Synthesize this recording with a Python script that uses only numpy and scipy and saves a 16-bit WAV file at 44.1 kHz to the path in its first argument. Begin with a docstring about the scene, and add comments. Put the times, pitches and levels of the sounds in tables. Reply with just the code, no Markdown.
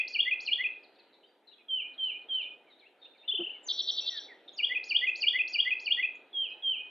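"""First comes a wren, whistling a rolling figure of short sliding notes over and over in a wood.
Neighbours answer with falling whistles, a quick ripple and a rattling trill. Behind them are faint
chirps from far birds, one low breathy hoot and the soft hiss of distant air and leaves.
Each bird note is a wavering sine tone that glides in pitch, and the hiss is shaped noise.
The ground, trunks and leaves throw the whistled notes back as echoes."""
import sys
import numpy as np
from scipy import signal
from scipy.io import wavfile
from scipy.ndimage import uniform_filter1d

SR = 44100
rng = np.random.default_rng(int(sys.argv[2]) if len(sys.argv) > 2 else 0)


def bounce(signal):
    """Save signal as a 16-bit WAV file at the path given by the first command-line argument."""
    frames = np.transpose(np.atleast_2d(signal))
    limited = np.clip(frames, -1, 1)
    pcm = np.round(limited * 32767).astype(np.int16)
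    wavfile.write(sys.argv[1], SR, pcm)


N = 304290

# Tone colour of the hiss: (frequency [Hz], relative level [dB])
HISS_SPECTRUM = [(59, -54.5), (100, -35), (162, -13), (211, -16.5), (266, -2), (430, 0.5), (939, -5.5),
                 (1100, -13), (1200, -10.5), (1910, -12.5), (3090, -13.5), (3820, -16.5), (4910, -35.5),
                 (7000, -49), (9100, -68.5), (15400, -120)]
# How the hiss swells and sinks: (time [s], relative level [dB])
HISS_LOUDNESS = [(0.0, -67), (0.77, -67), (1.46, -74), (1.75, -72), (1.9, -68.5), (2.32, -67),
                 (3.09, -71.5), (3.34, -69), (3.54, -65.5), (4.02, -66.5), (4.57, -66.5), (4.73, -65.5),
                 (5.17, -66.5), (5.9, -66), (6.17, -67.5), (6.9, -67)]
# How alike the hiss is in both ears: (frequency [Hz], likeness [0-1])
HISS_LIKENESS = [(100, .93), (300, .99), (700, .98), (2000, .99), (5000, 0.3)]
# Echo of near trunks: (frequency [Hz], time to fade by 60 dB [s], relative level [dB])
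WOOD_ECHO = [(300, 0.4, -9.5), (1900, 0.3, -3.5), (2960, 0.29, 1.5), (4420, 0.31, 5), (6500, 0.17, 1.5)]
# Far birds: (time [s], length [s], start pitch [Hz], end pitch [Hz], level [dB],
# left minus right [dB], rasp [fraction of amplitude])
FAR_CHIRPS = [(.831, .026, 5030, 3570, -61, -2.8, .35), (.948, .025, 4700, 3600, -69, .3, 1.2),
              (.982, .045, 2680, 2450, -66, 0, .35), (.985, .03, 4900, 3460, -63, .3, .35),
              (1.125, .04, 3950, 3850, -68, .3, 1.2), (1.231, .024, 2950, 3130, -57.5, 1.1, .35),
              (1.235, .05, 3620, 3830, -71.5, -1.1, .35), (1.262, .06, 4660, 4640, -78, 3, .1),
              (1.471, .037, 4140, 3750, -57, 6, .35), (1.512, .021, 2900, 2800, -63.5, 2.1, .35),
              (1.527, .023, 3750, 3100, -55.5, -1.1, .35), (1.581, .048, 2620, 2420, -60.5, 0, .35),
              (1.935, .025, 4100, 3600, -67, .3, 1.2), (2.03, .025, 4100, 3700, -65, .3, 1.2),
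              (2.325, .04, 3850, 3700, -64, .3, 1.2), (2.412, .046, 3960, 3300, -57, -1.2, .8),
              (2.66, .07, 2500, 1910, -67, -1.5, .35), (2.7, .052, 4000, 3560, -61, 1.5, .35),
              (2.791, .031, 4400, 3060, -61.5, 2.1, .35), (2.81, .051, 2430, 2010, -63, 2.1, .35),
              (2.843, .043, 2300, 2980, -60, 1.2, .35), (3.016, .026, 3780, 3620, -53.5, .6, .35),
              (3.042, .02, 3620, 3650, -49.5, -1.5, .35), (3.046, .031, 2370, 3060, -62, -.6, .35),
              (3.132, .045, 2740, 2040, -66.5, -.6, .35), (3.172, .018, 4550, 3640, -68.5, -1.5, .35),
              (3.181, .055, 3700, 3600, -61.5, 0, .35), (3.227, .023, 2560, 2220, -67.5, -5, .35),
              (3.23, .048, 2560, 3050, -59.5, .7, .35), (3.532, .05, 2400, 2050, -62, -3, .35),
              (4.004, .08, 2700, 2710, -58, -3.5, .35), (4.094, .13, 2030, 1560, -54.5, 0, .35),
              (4.282, .055, 2250, 1770, -51, -.6, .35), (4.477, .026, 3700, 3550, -52, .3, 1.2),
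              (5.075, .022, 6350, 7150, -69, 5, .35), (6.149, .018, 6460, 7100, -76, -8, .35),
              (6.5, .006, 5100, 4600, -71, -3, .35), (6.512, .048, 4050, 3780, -71.5, 10.5, .35)]

# Slides, which a singer may shift in time, pitch and level: (time [s], length [s],
# start pitch [Hz], middle pitch [Hz], end pitch [Hz], level [dB], place of the loudest point [0-1])
HOOT_PUFFS = [(3.33, .03, 409, 408, 386, -48, .38), (3.386, .062, 352, 344, 332, -34.5, .2),
              (3.455, .035, 420, 420, 394, -54, .6)]
RIPPLE_INTRO = [(3.277, .034, 3590, 3480, 3450, -25.5, .72), (3.278, .018, 3000, 3190, 3380, -35, .45)]
RIPPLE_NOTE = (3.309, .027, 2680, 3080, 3330, -29.5, .58)
TRILL_INTRO = [(3.63, .036, 7450, 7200, 6400, -57, .75), (3.663, .021, 6450, 6140, 6050, -41.5, .6)]
TRILL_HELD_NOTE = (.043, .057, 5150, 5670, 5540, -47, .15)
TRILL_SWEEP = (.005, .018, 5400, 3780, 3120, -29.5, .52)
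WHISTLE_AFTER_NOTE = (.168, .042, 2440, 2490, 2525, -38, .75)

# Bursts of the trill: (time [s], level change [dB], extra change for the first sweep [dB])
TRILL_BURSTS = [(3.6776, 2.7, -4), (3.7702, 2.2, -7), (3.8651, 4, -5), (3.9593, 2.2, -7),
                (4.054, 1.1, -5.5), (4.1508, -4.5, -12)]
# Falling whistles: (time [s], level change [dB], pitch [factor], time stretch [factor])
WHISTLE_CALLS = [(1.683, -2.3, .98, .93), (1.978, -2.9, .98, .96), (2.286, -2.2, .985, .96),
                 (6.329, -3.2, 1.02, 1.001), (6.622, -.8, 1.001, .97)]
# The wren's arched opening note: (time in the figure [s], pitch [Hz], level [dB])
WREN_OPENING = [(.005, 3700, -59), (.011, 4500, -47), (.017, 5650, -57), (.023, 6520, -64),
                (.034, 6950, -64), (.048, 6600, -69), (.062, 5050, -52), (.072, 4590, -34.5),
                (.081, 4450, -44)]
# The short slides that make up its other notes, some joining into one note:
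# (the seven slide columns, hold [exponent], bend [exponent]); see slide()
WREN_SLIDES = [(.075, .014, 3214, 2880, 2700, -27, .62, 1.5, .9),
               (.087, .02, 2700, 2390, 2270, -25.5, .22, 1.4, .9),
               (.115, .019, 2870, 2865, 3020, -21.5, .62, 1.6, 1.2),
               (.130, .017, 2950, 3330, 3500, -20.5, .36, 2.3, 1.1),
               (.184, .045, 1945, 2000, 2240, -25.5, .66, 1.4, 1.05),
               (.237, .012, 2945, 2600, 2420, -29, .6, 1.8, .95),
               (.241, .034, 2400, 2485, 2750, -24, .55, 2.8, 1.02),
               (.301, .013, 2580, 2500, 2520, -34.5, .48, 1.3, 1.1)]
# Repeats of the figure: (time [s], slides' level change [dB], their time stretch [factor],
# opening's level change [dB], extra change for its start [dB], pitch of its end [factor])
WREN_REPEATS = [(-.254, -0.3, 1.001, 5.5, 8.5, 0.98), (0.0693, 0.56, 1.003, -2, 11.5, 0.97),
                (0.3955, -1, 1.016, -0.3, 4.3, 0.93), (4.5113, -1.5, .992, -2.8, -30.5, 1),
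                (4.8292, 1.4, 1, 2.1, 1.5, 0.99), (5.1485, 2, 1.002, 3.5, 3, .99),
                (5.4684, 0.84, 0.99, 2.4, 3, 1.008), (5.7889, 0.15, 0.99, -3.3, 4.5, .97)]

HEAD_START = SR // 2  # samples before time zero, so that earlier notes still ring


def gain_of(db):
    """Turns decibels into a number to multiply a sound by."""
    return 10 ** (np.asarray(db) / 20)


def unit_level(x):
    """Scales a signal so that its average strength (rms) is 1."""
    return x / np.sqrt(np.mean(x ** 2) + 1e-20)


def curve_at(points, hz):
    """Looks up a frequency table, blending between rows on a log-frequency axis."""
    table_hz, value = np.transpose(points)
    return np.interp(np.log(hz + 1), np.log(table_hz + 1), value)


def swell(progress, peak, edge_db, hold):
    """A note's level in dB rises from edge_db to 0 and falls back; a higher hold flattens the top."""
    peak = np.clip(peak, .05, .95)
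    return edge_db * abs((progress - peak) / np.where(progress < peak, peak, 1 - peak)) ** hold


def slide(row, edge_db, hold, bend=1.01):
    """Points (time [s], pitch [Hz], level [dB]) of one slide; a lower bend hurries the start."""
    start, length, from_hz, mid_hz, to_hz, db, peak = row
    progress = np.linspace(0, 1, num=15)
    arch = np.polyfit([0, .5, 1], [from_hz, mid_hz, to_hz], 2)
    hz = np.polyval(arch, progress ** bend)
    return np.transpose([start + progress * length, hz, db + swell(progress, peak, edge_db, hold)])


def sing(mix, start, points, db=0, pitch=1, overtones_db=(), flutter=.0061, rasp=.039):
    """Adds one gliding sine tone to mix; flutter shakes its pitch and rasp shakes its loudness."""
    times, pitches, levels_db = np.transpose(points)
    t = np.arange(times[0], times[-1], 1 / SR)
    slow, quick = rng.standard_normal((2, SR // 4))
    waver = 1 + flutter * unit_level(uniform_filter1d(slow, size=150))[:len(t)]
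    hz = pitch * waver * uniform_filter1d(np.interp(t, times, pitches), size=120)
    phase = 2 * np.pi * (np.cumsum(hz) / SR + rng.random())
    tone = np.sin(phase) + sum(gain_of(d) * np.sin(k * phase) for k, d in enumerate(overtones_db, 2))
    tone *= 1 + rasp * unit_level(uniform_filter1d(uniform_filter1d(quick, size=45), size=45))[:len(t)]
    level = gain_of(db + uniform_filter1d(np.interp(t, times, levels_db), size=80))
    soft_ends = signal.windows.tukey(len(t), min(250 / len(t), .5))
    slot = mix[HEAD_START + round((start + times[0]) * SR):][:len(t)]
    slot += (np.sqrt(2) * level * tone * soft_ends)[:len(slot)]


def wood(sound, echo_db, alike=.99, build_s=.015, ground_s=.0022, ground_db=-13):
    """Adds echoes: one ground bounce, clumps from near trunks and a weak, long one from deeper in."""
    size = HEAD_START
    echoes = np.zeros((2, size))
    arrivals = np.arange(100, size - 20, 20) + rng.integers(0, 20, (2, (size - 101) // 20))
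    np.put_along_axis(echoes, arrivals, rng.choice([-1., 1.], arrivals.shape), 1)
    echoes *= 1 - np.exp(-np.arange(size) / SR / build_s)
    clumps_db = 3 * unit_level(uniform_filter1d(rng.standard_normal(size), size=300))
    hz, t, spectra = signal.stft(echoes * gain_of(clumps_db), SR, nperseg=256)
    band_hz, fade_s, band_db = np.transpose(WOOD_ECHO)
    near = gain_of(-60 * (t / np.interp(hz, band_hz, fade_s)[:, None]) ** 1.3)  # holds, then dies fast
    deep = gain_of(-28 - 60 * t)  # loses 60 dB a second
    fade = gain_of(np.interp(hz, band_hz, band_db))[:, None] * (near + deep)
    shared, apart = signal.istft(spectra * fade, SR, nperseg=256)[1]
    apart = np.sqrt(1 - alike ** 2) * apart  # the part that differs between the ears
    ears = np.array([alike * shared + apart, alike * shared - apart])
    response = gain_of(echo_db) * ears / np.linalg.norm(shared)
    response[:, round(ground_s * SR)] += gain_of(ground_db)
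    response[:, 0] = 1  # the direct sound
    return signal.oaconvolve(sound * np.ones((2, 1)), response, axes=1)[:, HEAD_START:HEAD_START + N]


def hiss():
    """Distant air and leaves: soft noise with drifting louder and quieter patches."""
    frames, hz = N // 256 + 5, np.fft.rfftfreq(1024, 1 / SR)
    left_re, left_im, other_re, other_im, patches = rng.standard_normal((frames, 513, 5)).T
    patches = unit_level(uniform_filter1d(uniform_filter1d(patches, size=14, axis=0), size=16, axis=1))
    alike = curve_at(HISS_LIKENESS, hz)[:, None]
    left = left_re + 1j * left_im
    right = alike * left + np.sqrt(1 - alike ** 2) * (other_re + 1j * other_im)
    patchy_db = np.clip(.8 + .48 * hz / 1000, 0, 3)[:, None]  # far chatter makes the treble patchier
    colour = gain_of(curve_at(HISS_SPECTRUM, hz)[:, None] + patchy_db * patches)
    noise = signal.istft(np.array([left, right]) * colour, nperseg=1024, noverlap=768)[1][:, :N]
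    level_db = 5 + np.interp(np.arange(N) / SR, *np.transpose(HISS_LOUDNESS))
    return gain_of(level_db) * unit_level(noise)


def chatter(count=14):
    """Makes rows like FAR_CHIRPS for the faintest chirps: randomly timed and mostly falling."""
    when, length, height, glide, loudness, side = rng.random((count, 6)).T
    from_hz = np.interp(height, [0, 1], [2200, 4600])
    to_hz = from_hz * (1.05 - .2 * glide)
    return np.transpose([when * (N / SR - .1), np.interp(length, [0, 1], [.02, .07]), from_hz, to_hz,
                         -82 + 5 * loudness, 12 * (side - .5), np.full(count, .35)])


def far_birds(chirps):
    """Far birds give short glides that swell and fade, each from its own side."""
    out = np.zeros((2, HEAD_START + N))
    for start, length, from_hz, to_hz, db, side_db, rasp in chirps:
        chirp = np.zeros(HEAD_START + SR // 4)
        note = (0, length, from_hz, (from_hz + to_hz) / 2, to_hz, db, .5)
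        sing(chirp, 0, slide(note, edge_db=-10, hold=2), flutter=.007, rasp=rasp)
        slot = out[:, HEAD_START + round(start * SR):][:, :SR // 4]
        slot += (chirp[HEAD_START:] * gain_of([[side_db / 2], [-side_db / 2]]))[:, :slot.shape[1]]
    return out


def hoot():
    """A low hoot in three puffs: a wavering tone with breathy noise that follows its loudness."""
    tone = np.zeros(HEAD_START + N)
    for note in HOOT_PUFFS:
        sing(tone, 0, slide(note, edge_db=-22, hold=1.7), overtones_db=(-28, -32), flutter=.03, rasp=.2)
    tone = tone[HEAD_START:]
    breath_band = signal.butter(4, [550, 1500], "band", fs=SR, output="sos")
    breath = unit_level(signal.sosfilt(breath_band, rng.standard_normal(N)))
    loudness = np.sqrt(abs(uniform_filter1d(tone ** 2, size=400)))
    return tone + gain_of(-23.5) * breath * loudness


def rippling_bird(count=7, step_s=.0303):
    """A neighbour sings a two-voiced note, then quick rising notes, each lower and softer."""
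    out = np.zeros(HEAD_START + N)
    for voice in RIPPLE_INTRO:
        sing(out, 0, slide(voice, edge_db=-16, hold=1.6))
    for k in range(count):
        sing(out, k * step_s, slide(RIPPLE_NOTE, edge_db=-17, hold=1.6), db=-.9 * k, pitch=1 - .012 * k)
    return out


def trilling_bird(step_s=.012):
    """A neighbour sings one high falling note, then six bursts of three down-sweeps and a held note."""
    out = np.zeros(HEAD_START + N)
    sweep = slide(TRILL_SWEEP, edge_db=-16, hold=1.6, bend=.85)
    held = slide(TRILL_HELD_NOTE, edge_db=-12, hold=1.5, bend=.45)
    for part in TRILL_INTRO:
        sing(out, 0, slide(part, edge_db=-16, hold=1.7))
    for start, db, first_db in TRILL_BURSTS:
        for k in range(3):
            sing(out, start + k * step_s, sweep, db + (first_db if k == 0 else 0), rasp=.12)
        sing(out, start, held, db, flutter=.002, rasp=.05)
    return out


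def whistling_bird(base_length_s=.162, base_hz=3235, sag_hz_per_s=1400):
    """A neighbour's whistle scoops in from above, sags, then drops and weakens; a low note follows."""
    out = np.zeros(HEAD_START + N)
    t = np.linspace(0, base_length_s, num=30)
    scoop_hz = 190 * np.exp(-t / .012)
    drop = 1 / (1 + np.exp((.128 - t) / .009))  # a smooth step from 0 to 1 near the end
    hz = base_hz - sag_hz_per_s * t + scoop_hz - 700 * drop
    level_db = -29 - 10.5 * drop + swell(t / base_length_s, peak=.5, edge_db=-18, hold=3.6)
    fall = np.transpose([t, hz, level_db])
    for start, db, pitch, stretch in WHISTLE_CALLS:
        for points in fall, slide(WHISTLE_AFTER_NOTE, edge_db=-14, hold=1.8):
            sing(out, start, points * [stretch, 1, 1], db, pitch, flutter=.003, rasp=.0067)
    return out


def wren():
    """The wren repeats one figure; its high, slightly hoarse opening note varies most."""
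    out = np.zeros(HEAD_START + N)
    for start, db, stretch, opening_db, rise_db, end_pitch in WREN_REPEATS:
        opening = np.array(WREN_OPENING)
        opening[:3, 2] += rise_db
        opening[-2:, 1] *= end_pitch
        sing(out, start, opening, opening_db, overtones_db=(-48,), flutter=.006, rasp=.2)
        for *row, hold, bend in WREN_SLIDES:
            pitch = 1 + .004 * rng.standard_normal()  # no two slides are alike
            points = slide(row, edge_db=-21, hold=hold, bend=bend)
            sing(out, start, points * [stretch, 1, 1], db, pitch)
    return out


def scene():
    """Gives each bird its echo and its left and right level, then adds the background."""
    trill = wood(trilling_bird(), echo_db=-12, alike=1) * gain_of([[.45], [-.45]])
    trill[1] = np.roll(trill[1], shift=1)  # reaches the right side one sample late
    song = wood(wren(), echo_db=-8.5) * gain_of([[.1], [-.1]])
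    whistles = wood(whistling_bird(), echo_db=-6.5) * gain_of([[-.75], [.75]])
    ripple = wood(rippling_bird(), echo_db=-9.5) * gain_of([[.7], [-.7]])
    far = wood(far_birds(FAR_CHIRPS) + far_birds(chatter()), echo_db=-8, alike=.85)
    return song + whistles + trill + ripple + far + hoot() + hiss()


def record(dry, rumble_hz=160, notch_hz=1100, top_hz=13500):
    """Cuts the rumble and one narrow band, adds faint electronic hiss, then cuts the highest treble."""
    no_rumble = signal.sosfilt(signal.butter(2, rumble_hz, "high", fs=SR, output="sos"), dry)
    notched = signal.lfilter(*signal.iirnotch(notch_hz, Q=14, fs=SR), no_rumble)
    both, left, right = rng.standard_normal((3, N))
    electronic_hiss = gain_of(-89.5) * (both + .5 * np.array([left, right]))
    treble_cut = signal.firwin(511, top_hz, window=("kaiser", 9), fs=SR)
    return signal.oaconvolve(notched + electronic_hiss, treble_cut[None], "same")


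dry = scene()
out = record(dry)
bounce(out)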